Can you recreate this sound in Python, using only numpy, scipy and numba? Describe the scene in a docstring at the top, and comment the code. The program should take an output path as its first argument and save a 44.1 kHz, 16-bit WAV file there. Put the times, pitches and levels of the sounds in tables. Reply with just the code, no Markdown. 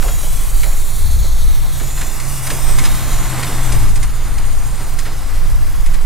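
"""A line marker passing on a lawn

A four-wheeled cart is pushed past the microphone and away, its aerosol can spraying all the time.
The turbulent jet excites resonances of the steel chassis, the tyres crunch through grass, and bumps
set off clacks, rattles and thuds. A small engine drones far off, and wind buffets the microphone."""
import sys
import numpy as np
from scipy import signal
from scipy.fft import rfft, irfft
from scipy.io import wavfile
from scipy.ndimage import uniform_filter1d, map_coordinates
from numba import njit

SR = 44100
rng = np.random.default_rng(int(sys.argv[2]) if len(sys.argv) > 2 else 0)


def generate_wav(sig):
    """Save sig (samples, or channels by samples) to the path in sys.argv[1] as 16-bit PCM at SR."""
    pcm = np.round(np.clip(np.atleast_2d(sig).T, -1, 1) * 32767).astype(np.int16)
    wavfile.write(sys.argv[1], SR, pcm)


N = 266805
TIME = np.arange(N) / SR
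FREQ = np.fft.rfftfreq(N, 1 / SR)
SIDES = np.array([[1], [-1]])  # left and right microphone ports

# loudness of the hiss: t/s, level/dB
JET_LEVEL = [(0.0, -31), (0.95, -33), (1.2, -35.5), (1.65, -35.5), (1.9, -33), (2.25, -32), (2.5, -30),
             (3.2, -31), (3.75, -32), (4.1, -39.5), (4.75, -38.5), (6.05, -40.5)]
# spectrum of the jet: f/Hz, relative level/dB
JET_SPECTRUM = [(1000.0, -17.5), (2100.0, -1.5), (2850.0, -1), (3600.0, -0.5), (5000.0, -0.5),
                (6200.0, 2.2), (8000.0, 3.5), (10500.0, 3.5), (12500.0, 2.5), (14500.0, -0.5),
                (16000.0, -10)]
# reflection off the chassis wall: t/s, delay/ms, coefficient (negative inverts)
WALL_REFLECTION = [(0, 0.37, 0.11), (.7, 0.35, -0.18), (1.2, 0.37, -0.017), (1.55, 0.44, -0.13),
                   (2.15, 0.39, 0.037), (2.65, 0.34, 0.28), (3.05, .37, -0.16), (3.5, 0.4, -0.11),
                   (4.6, 0.35, -0.081), (6.05, 0.43, 0.00058)]
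# chassis resonances, beamed at the microphone in turn:
# f/Hz, bandwidth/Hz, relative level/dB, facing at t/s, half-duration/s, glide/(Hz/s)
CAVITY_MODES = [(3600, 540, -8, 1.5, .7, -100), (4300, 770, -3.5, 1.3, 0.42, 200),
                (3900, 300, -10.5, 3.06, 0.33, 696), (5100, 270, -9.5, 5.35, 0.66, 50),
                (5370, 650, -11, 2.66, 0.13, 1300), (6960, 380, -3.5, 0.11, 0.13, -300),
                (7140, 520, -7, .75, .3, 600), (6650, 800, -2.5, 1.27, 0.17, -1200),
                (7040, 670, -3, 1.95, 0.26, 1500), (6900, 380, -3.5, 3.2, 0.12, 400),
                (6830, 250, -7.5, 4.54, 0.81, -80), (8330, 310, -7, 0.42, 0.27, 500),
                (8400, 500, 2, 2.7, 0.063, 300), (7950, 660, -8, 3.55, 0.38, -300),
                (8900, 730, -3, 4.86, 0.99, -60), (9200, 540, -4.5, 2.44, .17, 1803),
                (9500, 1100, -5, 0.98, .15, -1500), (4100, 320, -16.5, 4.8, .9, 0),
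                (6700, 470, -11, 2.5, 0.081, 0), (10700, 1500, -7.5, 0.46, 0.75, 400)]


def spray(scatter=0.71, sputter_db=1.0, sway_db=0.9, shadow_s=5, shadow_db=-31, shadow_hz=6000):
    """Turbulence radiates broadband noise, comb-filtered by the wall and joined by cavity resonances."""
    wall_ms, reflection = curves(WALL_REFLECTION)
    jet = colour(noise(), JET_SPECTRUM)
    jet = jet + reflection * delay(jet, wall_ms)
    jet = jet + scatter * scattered(jet)
    shadow = undb(shadow_db * smooth_step(shadow_s, 0.096))  # from behind, the chassis hides high modes
    for hz, width_hz, db, facing, half, glide in CAVITY_MODES:
        centre_hz = gliding(hz, glide, facing, half)
        ring = unit(resonate(resonate(noise(), centre_hz, width_hz), centre_hz, 2 * width_hz))
        beam = undb(db + sway_db * walk(9.6)) * swell(facing, half)
        jet = jet + ring * beam * (shadow if hz > shadow_hz else 1)
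    return jet * undb(curves(JET_LEVEL)[0] + sputter_db * walk(26))


def scattered(x, t60=0.019, hop=5000):
    """Multiple scattering among wheels and frame: the echo pattern fades into a new one every hop."""
    out, age = np.zeros(N), TIME[:1024]
    decay = np.exp(-np.log(1000) * age / t60) * (age > .001)
    window = signal.windows.cosine(2 * hop)
    for start in range(0, N, hop):
        piece = x[start:start + 2 * hop]
        tail = rng.standard_normal(len(age)) * decay
        echo = signal.fftconvolve(piece * window[:len(piece)], tail / np.linalg.norm(tail))
        out[start:start + len(echo)] += echo[:N - start]
    return out


# loudness of rolling: t/s, level/dB
ROLLING_LEVEL = [(0.0, -35), (0.3, -35.5), (1.1, -38.5), (1.7, -36.5), (2.35, -33), (2.75, -29),
                 (3.15, -28), (3.45, -26.5), (3.83, -29), (3.95, -35), (5.1, -35), (6.05, -36)]
# spectrum of crushed grass: f/Hz, relative level/dB
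GRASS_SPECTRUM = [(150, 6.5), (300, 2.5), (450, -5), (700, -1.5), (1100, 1.5), (1700, -2.5), (2050, -3.5),
                  (2800, -8), (3500, -10), (5000, -9.5), (8000, -18), (15000, -30)]
# brief scuffs through the grass: t/s, peak level/dB, half-duration/s
GRASS_SCUFFS = [(2.692, -29, .03), (3.398, -29, 0.024), (4.26, -35.5, 0.072), (4.46, -39, 0.09),
                (4.8, -33, 0.041), (5.098, -35, 0.051), (5.344, -36.5, 0.12)]
# deck resonances driven by rolling: f/Hz, bandwidth/Hz, gain/dB
DECK_MODES = [(714, 120, -9), (1090, 350, -13), (2050, 160, -9.5)]


def wheels(crunch=0.45, uneven_db=0.69, jolt_gain=0.086, press_s=0.018, jolt_t60=0.33):
    """Friction and fracture: grass brushes and snaps under the tyres, forcing the deck to vibrate."""
    blades = noise() + crunch * grains(rate=900, spread_db=2.5)
    # each clack marks a jolt that presses the tyres harder into the grass
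    jolts = np.max([burst(start, press_s, jolt_t60) for start, *_ in PART_IMPACTS], axis=0)
    rolling = (1 + jolt_gain * jolts) * undb(curves(ROLLING_LEVEL)[0] + uneven_db * walk(17))
    scuffs = sum(undb(db) * swell(peak_s, half) for peak_s, db, half in GRASS_SCUFFS)
    rustle = colour(blades, GRASS_SPECTRUM)
    return unit(rustle + modal_response(rustle, DECK_MODES)) * np.hypot(rolling, scuffs)


# loose parts striking the frame: t/s, level/dB, treble gain/dB, ring f/Hz
PART_IMPACTS = [(0.022, -28, -6, 1520), (0.081, -25, -27, 1240), (.632, -23.5, -19, 2170),
                (1.798, -28.5, -9, 1640), (1.973, -30, -16, 1700), (2.012, -24, -5.5, 1630),
                (2.198, -29.5, 0, 2070), (2.468, -26, 0.5, 2050), (2.501, -21, -7, 1660),
                (2.7855, -20, -4.5, 2040), (2.837, -26, -2, 1680), (2.851, -19.5, -7.5, 1260),
                (3.427, -21.5, -6.5, 2110), (3.72, -27.5, 3.5, 2280), (3.957, -31, 3, 2260),
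                (4.028, -27.5, 2, 2170), (4.379, -32, -2, 2270), (4.987, -28, 1.5, 1910),
                (5.054, -31.5, -7, 1910), (5.064, -38, -8, 2500), (5.86, -32.5, -0.5, 2300),
                (5.939, -31.5, -3.5, 1900)]
# modes of the steel frame: f/Hz, bandwidth/Hz, gain/dB
FRAME_MODES = [(1045, 37, 5.5), (2600, 35, -12), (4220, 200, -1.5), (5070, 260, 3), (6550, 710, 4),
               (8240, 690, -9)]


def clacks(chatter=0.47, split_hz=4500, part_ring=1.73, part_width_hz=420):
    """Impact excitation: a brief chattering contact rings the loose part and the modes of the frame."""
    contacts = noise() + chatter * grains(rate=1400, spread_db=5.0)
    contacts = colour(contacts, [(300, -9), (800, -3.0), (1700, 3.5), (2800, 2.5), (4200, 1.5),
                                 (6500, -0.5), (9500, 7.0), (12000, -4.5), (16000, -35)])
    top = treble(contacts, split_hz)
    force, parts = 0, 0
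    for start, db, treble_db, hz in PART_IMPACTS:
        envelope = undb(db) * burst(start, rise=0.001, t60=0.069, hold=0.0051)
        blow = envelope * (contacts - top + undb(treble_db) * top)
        force = force + blow
        parts = parts + resonate(blow, hz, part_width_hz)
    return force + part_ring * parts + modal_response(force, FRAME_MODES)


def rattle(rise=0.012, t60=0.22, relative_db=-11):
    """Repeated collisions: small fittings jiggle after each jolt with a decaying, gritty patter."""
    shaking = np.max([undb(db) * burst(start, rise, t60) for start, db, *_ in PART_IMPACTS], axis=0)
    ticks = grains(rate=600, spread_db=2.0)
    patter = colour(ticks, [(300, -15), (900, 5), (2200, -1), (5500, -8.5), (12000, -23)])
    return patter * shaking * undb(relative_db)


# hollow knocks of the chassis: t/s, peak level/dB, f/Hz
CHASSIS_KNOCKS = [(0.027, -30, 660), (0.049, -28.5, 465), (.08, -35, 640), (.228, -34.5, 540),
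                  (.635, -34, 494), (0.654, -32, 720), (1.23, -35.5, 440), (1.8, -33, 360),
                  (2.017, -34.5, 326), (2.495, -29.5, 316), (2.508, -34, 563), (2.68, -33, 420),
                  (2.792, -29, 340), (3.37, -31, 506), (3.48, -29.5, 296), (3.72, -31.5, 298),
                  (4.801, -36.5, 250), (5.06, -37, 340)]


def bumps(rise=0.013, width_hz=300, t60_cycles=110):
    """Damped vibration: each thud of the chassis lasts equally many cycles, so low ones ring longer."""
    thuds = 0
    for start, db, hz in CHASSIS_KNOCKS:
        ring = unit(resonate(resonate(noise(), hz, width_hz), hz, 3 * width_hz))
        thuds = thuds + undb(db) * burst(start, rise, t60_cycles / hz) * ring
    return thuds


# cancellations: f/Hz, bandwidth/Hz, depth (0-1), deepest at t/s, half-duration/s, glide/(Hz/s)
PATH_NOTCHES = [(2880, 440, 0.55, 1.2, 0.51, -80), (4940, 710, 0.64, 1.04, 1, -100),
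                (3220, 500, 0.8, 2.22, 0.2, -300), (4260, 350, 0.5, 2.5, 0.21, 1100),
                (4800, 310, 0.54, 3.2, 0.75, -100), (5800, 550, 0.4, 4.1, 1, -300)]


def multipath(x):
    """Destructive interference of paths round the wheels cuts notches that slide as the cart moves."""
    for hz, width_hz, depth, deepest, half, glide in PATH_NOTCHES:
        band = resonate(x, gliding(hz, glide, deepest, half), width_hz)
        x = x - depth * swell(deepest, half) * band
    return x


# reflection off the lawn: t/s, delay/ms, coefficient (negative inverts)
LAWN_REFLECTION = [(0, 0.47, -0.058), (1.2, 0.62, -0.0076), (2.1, 0.644, -0.074), (2.35, 0.72, -0.019),
                   (2.65, 0.68, -0.21), (3.05, 0.68, 0.066), (3.6, 0.76, -0.1), (3.95, 0.64, 0.012),
                   (5, 1.43, 0.044), (6.05, 1.4, -0.048)]


def ground_effect(x):
    """Direct and ground-reflected waves interfere, forming a shifting comb filter."""
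    delay_ms, reflection = curves(LAWN_REFLECTION)
    return x + reflection * delay(x, delay_ms)


# direction of the cart: t/s, offset from the microphone axis (0-1)
CART_BEARING = [(0, .02), (1.55, 0.03), (2.1, 0.52), (4, 0.86), (6.05, 0.16)]


def at_ports(cart, port_lag_ms=0.053, treble_spread=0.54, spread_hz=4800, top_hz=11500):
    """Path difference and lost coherence: as the cart moves right, its treble differs between ports."""
    off_axis, = curves(CART_BEARING)
    lag_ms, spread = port_lag_ms * off_axis, treble_spread * off_axis
    diffuse = spread * multipath(spray())
    gradient = (delay(cart, lag_ms) - delay(cart, -lag_ms)) / 4
    # off axis, the shortest waves are shared least
    mid = cart - spread * treble(cart, top_hz)
    side = treble(gradient + diffuse, spread_hz) + treble(diffuse, top_hz)
    return mid + SIDES * side


# loudness of the far engine: t/s, level/dB
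ENGINE_LEVEL = [(0, -41), (1.55, -36), (1.9, -29.5), (2.1, -41.5), (2.27, -27.5), (2.45, -32), (3, -27.5),
                (3.4, -25.5), (3.8, -24.5), (4, -34), (6.05, -37.5)]


def engine(hum_hz=132.24, sag_hz=9, wander=0.0067, waver=0.34, overtone_db=-19.5, left_db=2.6):
    """Periodic exhaust flow gives a note that wavers in the wind; uneven firing adds half orders."""
    hz = hum_hz - sag_hz * smooth_step(3.2, 1.2)
    phase = 2 * np.pi * np.cumsum(hz * (1 + wander * walk(7.5))) / SR
    drone = 0
    for order, gain in (1, 1), (5 / 2, undb(overtone_db)), (7 / 2, undb(overtone_db) / 2):
        in_phase = (1 + waver * walk(27.0)) * np.sin(order * phase)
        quadrature = waver * walk(8.5) * np.cos(order * phase)
        drone = drone + gain * (in_phase + quadrature)
    return unit(drone) * undb(curves(ENGINE_LEVEL)[0] + SIDES * left_db)


# strength of the wind's rumble: t/s, level/dB
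WIND_LEVEL = [(0, -11), (.22, -13.5), (.6, -5), (.95, -12.5), (1.12, -13.5), (1.56, -7), (1.66, -15.5),
              (2.48, -20), (2.68, -9), (2.85, -10), (3, -14), (3.2, -9.5), (3.4, -22), (3.8, -11),
              (4.8, -15), (5.15, -16.5), (5.55, -4.5), (6.05, -8.5)]
# single eddies striking the ports: t/s, peak level/dB, half-duration/s
EDDY_STRIKES = [(0.58, -22, 0.061), (1.132, -10.5, 0.17), (1.467, -15.5, 0.09), (3.836, -14.5, 0.21),
                (4.353, -21, 0.21), (5.554, -20.5, 0.12)]
# spectra of the wind's pressure: f/Hz, relative level/dB
RUMBLE_SPECTRUM = [(3, 0), (8, -40), (15, 27), (26, 9), (42, 9), (55, -6.5), (75, -43), (120, -74)]
BUFFET_SPECTRUM = [(30, -3), (55, 0), (80, 1), (105, -2.5), (150, -7.5), (220, -26.5), (350, -26),
                   (800, -72), (3000, -83)]
THUMP_SPECTRUM = [(15, -4), (35, 2), (55, 4), (80, -10.5), (120, -21), (200, -32), (500, -54), (3000, -93)]


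def wind(ceiling=0.89, buffet_db=-30, buffet_follow=0.13, flutter_db=2.0):
    """Turbulent pressure, only partly coherent between the ports, rumbles, buffets and thumps."""
    rumble_db, = curves(WIND_LEVEL)
    rumble = (eddies(RUMBLE_SPECTRUM) + .8 * SIDES * eddies(RUMBLE_SPECTRUM)) * undb(rumble_db)
    swirl = eddies(BUFFET_SPECTRUM)
    buffet = eddies(BUFFET_SPECTRUM) + .6 * SIDES * (swirl - treble(swirl, 220))
    buffet = buffet * undb(buffet_db + buffet_follow * rumble_db + flutter_db * walk(7.6))
    strikes = sum(undb(db) * swell(peak_s, half) for peak_s, db, half in EDDY_STRIKES)
    thumps = (eddies(THUMP_SPECTRUM) + SIDES * eddies(THUMP_SPECTRUM) / 2) * strikes
    return ceiling * np.tanh((rumble + thumps) / ceiling) + buffet  # the strongest swings saturate


def eddies(spectrum, evenness=0.15):
    """Envelope compression of low noise makes successive swirls more alike in strength."""
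    x = colour(noise(), spectrum)
    strength = uniform_filter1d(np.abs(signal.hilbert(x)), size=1500)
    return unit(x / strength ** evenness)


# spectrum of the open air: f/Hz, relative level/dB
AMBIENT_SPECTRUM = [(60, 23.5), (170, 12.5), (280, -3), (450, 11), (720, 9), (1150, -9), (1500, -19),
                    (2500, -50), (6000, -50), (15000, -53)]


def open_air(level_db=-38.5, side=0.2):
    """Ambient noise reaches two closely spaced ports largely in phase."""
    shared = colour(noise(), AMBIENT_SPECTRUM)
    return (shared + side * SIDES * colour(noise(), AMBIENT_SPECTRUM)) * undb(level_db)


def undb(db):
    """Decibels to amplitude ratio."""
    return 10 ** (np.asarray(db) / 20)


def unit(x):
    """Normalisation to rms 1."""
    return x / np.sqrt(np.mean(x ** 2))


def curves(rows):
    """Linear interpolation in time of each column after the first."""
    times, *columns = np.transpose(rows)
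    return [np.interp(TIME, times, column) for column in columns]


def noise():
    """Gaussian white noise."""
    return rng.standard_normal(N)


def grains(rate, spread_db):
    """Shot noise: rate random clicks a second, a few much larger than the rest."""
    clicks = (rng.random(N) < rate / SR) * noise()
    return unit(clicks * undb(spread_db * np.minimum(rng.exponential(size=N), 4)))


def walk(rate, size=2048):
    """Band-limited fluctuation of rms 1, changing about rate times a second."""
    step = N / SR / size
    low_pass = np.exp(-(np.fft.rfftfreq(size, step) / rate) ** 2)
    slow = irfft(rfft(rng.standard_normal(size)) * low_pass)
    return np.interp(TIME, step * np.arange(size), unit(slow))


def burst(start, rise, t60, hold=0):
    """Envelope of a blow: linear rise, hold, then exponential decay."""
    age = np.maximum(TIME - start, 0)
    return np.minimum(age / rise, 1) * np.exp(-np.log(1000) * np.clip((age - rise - hold) / t60, 0, 2))


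def swell(centre, half):
    """Gaussian envelope, down to 1/e at half seconds from its centre."""
    return np.exp(-((TIME - centre) / half) ** 2)


def smooth_step(centre, half):
    """Sigmoid transition from 0 to 1."""
    return (1 + np.tanh((TIME - centre) / half)) / 2


def gliding(hz, hz_per_s, centre, half, sway=0.008):
    """Frequency modulation: a linear glide about time centre, with drift as the cart sways."""
    return (hz + hz_per_s * np.clip(TIME - centre, -2 * half, 2 * half)) * (1 + sway * walk(4.6))


def colour(x, spectrum):
    """Spectral shaping by (f/Hz, level/dB) points, at rms 1."""
    hz, db = np.transpose(spectrum)
    return unit(irfft(rfft(x) * undb(np.interp(np.log(FREQ + 1), np.log(hz), db)), N))


def treble(x, hz):
    """Zero-phase high-pass above hz."""
    return irfft(rfft(x) * (1 - 1 / (1 + (FREQ / hz) ** 6)), N)


def delay(x, ms):
    """Time-varying propagation delay."""
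    return map_coordinates(x, [np.arange(N) - ms * SR / 1000], order=3, mode="wrap")


@njit
def svf(x, hz, width_hz):
    """State-variable band-pass whose centre may move every sample."""
    y, band_state, low_state = np.empty(len(x)), 0., 0.
    for i in range(len(x)):
        gain, damping = np.tan(np.pi * hz[i] / SR), width_hz / hz[i]
        band = (band_state + gain * (x[i] - low_state)) / (1 + gain * (gain + damping))
        band_state, low_state = 2 * band - band_state, low_state + 2 * gain * band
        y[i] = damping * band
    return y


def resonate(x, hz, width_hz):
    """Forced response of one resonance, steady or moving."""
    return svf(x, hz * np.ones(len(x)), float(width_hz))


def modal_response(force, modes):
    """Superposition of modes driven by one force."""
    return sum(undb(db) * resonate(force, hz, width_hz) for hz, width_hz, db in modes)


def scene():
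    """Superposition at the two ports: the cart over the lawn, then engine, wind and open air."""
    cart = multipath(spray() + wheels() + rattle()) + clacks() + bumps()
    return at_ports(ground_effect(cart)) + engine() + wind() + open_air()


def record(dry):
    """Clipping and band limiting: peaks stop at full scale, and the top is cut steeply."""
    low_pass = signal.ellip(10, .2, 80, 15750, fs=SR, output="sos")
    return signal.sosfilt(low_pass, np.clip(dry, -1, 1))


dry = scene()
out = record(dry)
generate_wav(out)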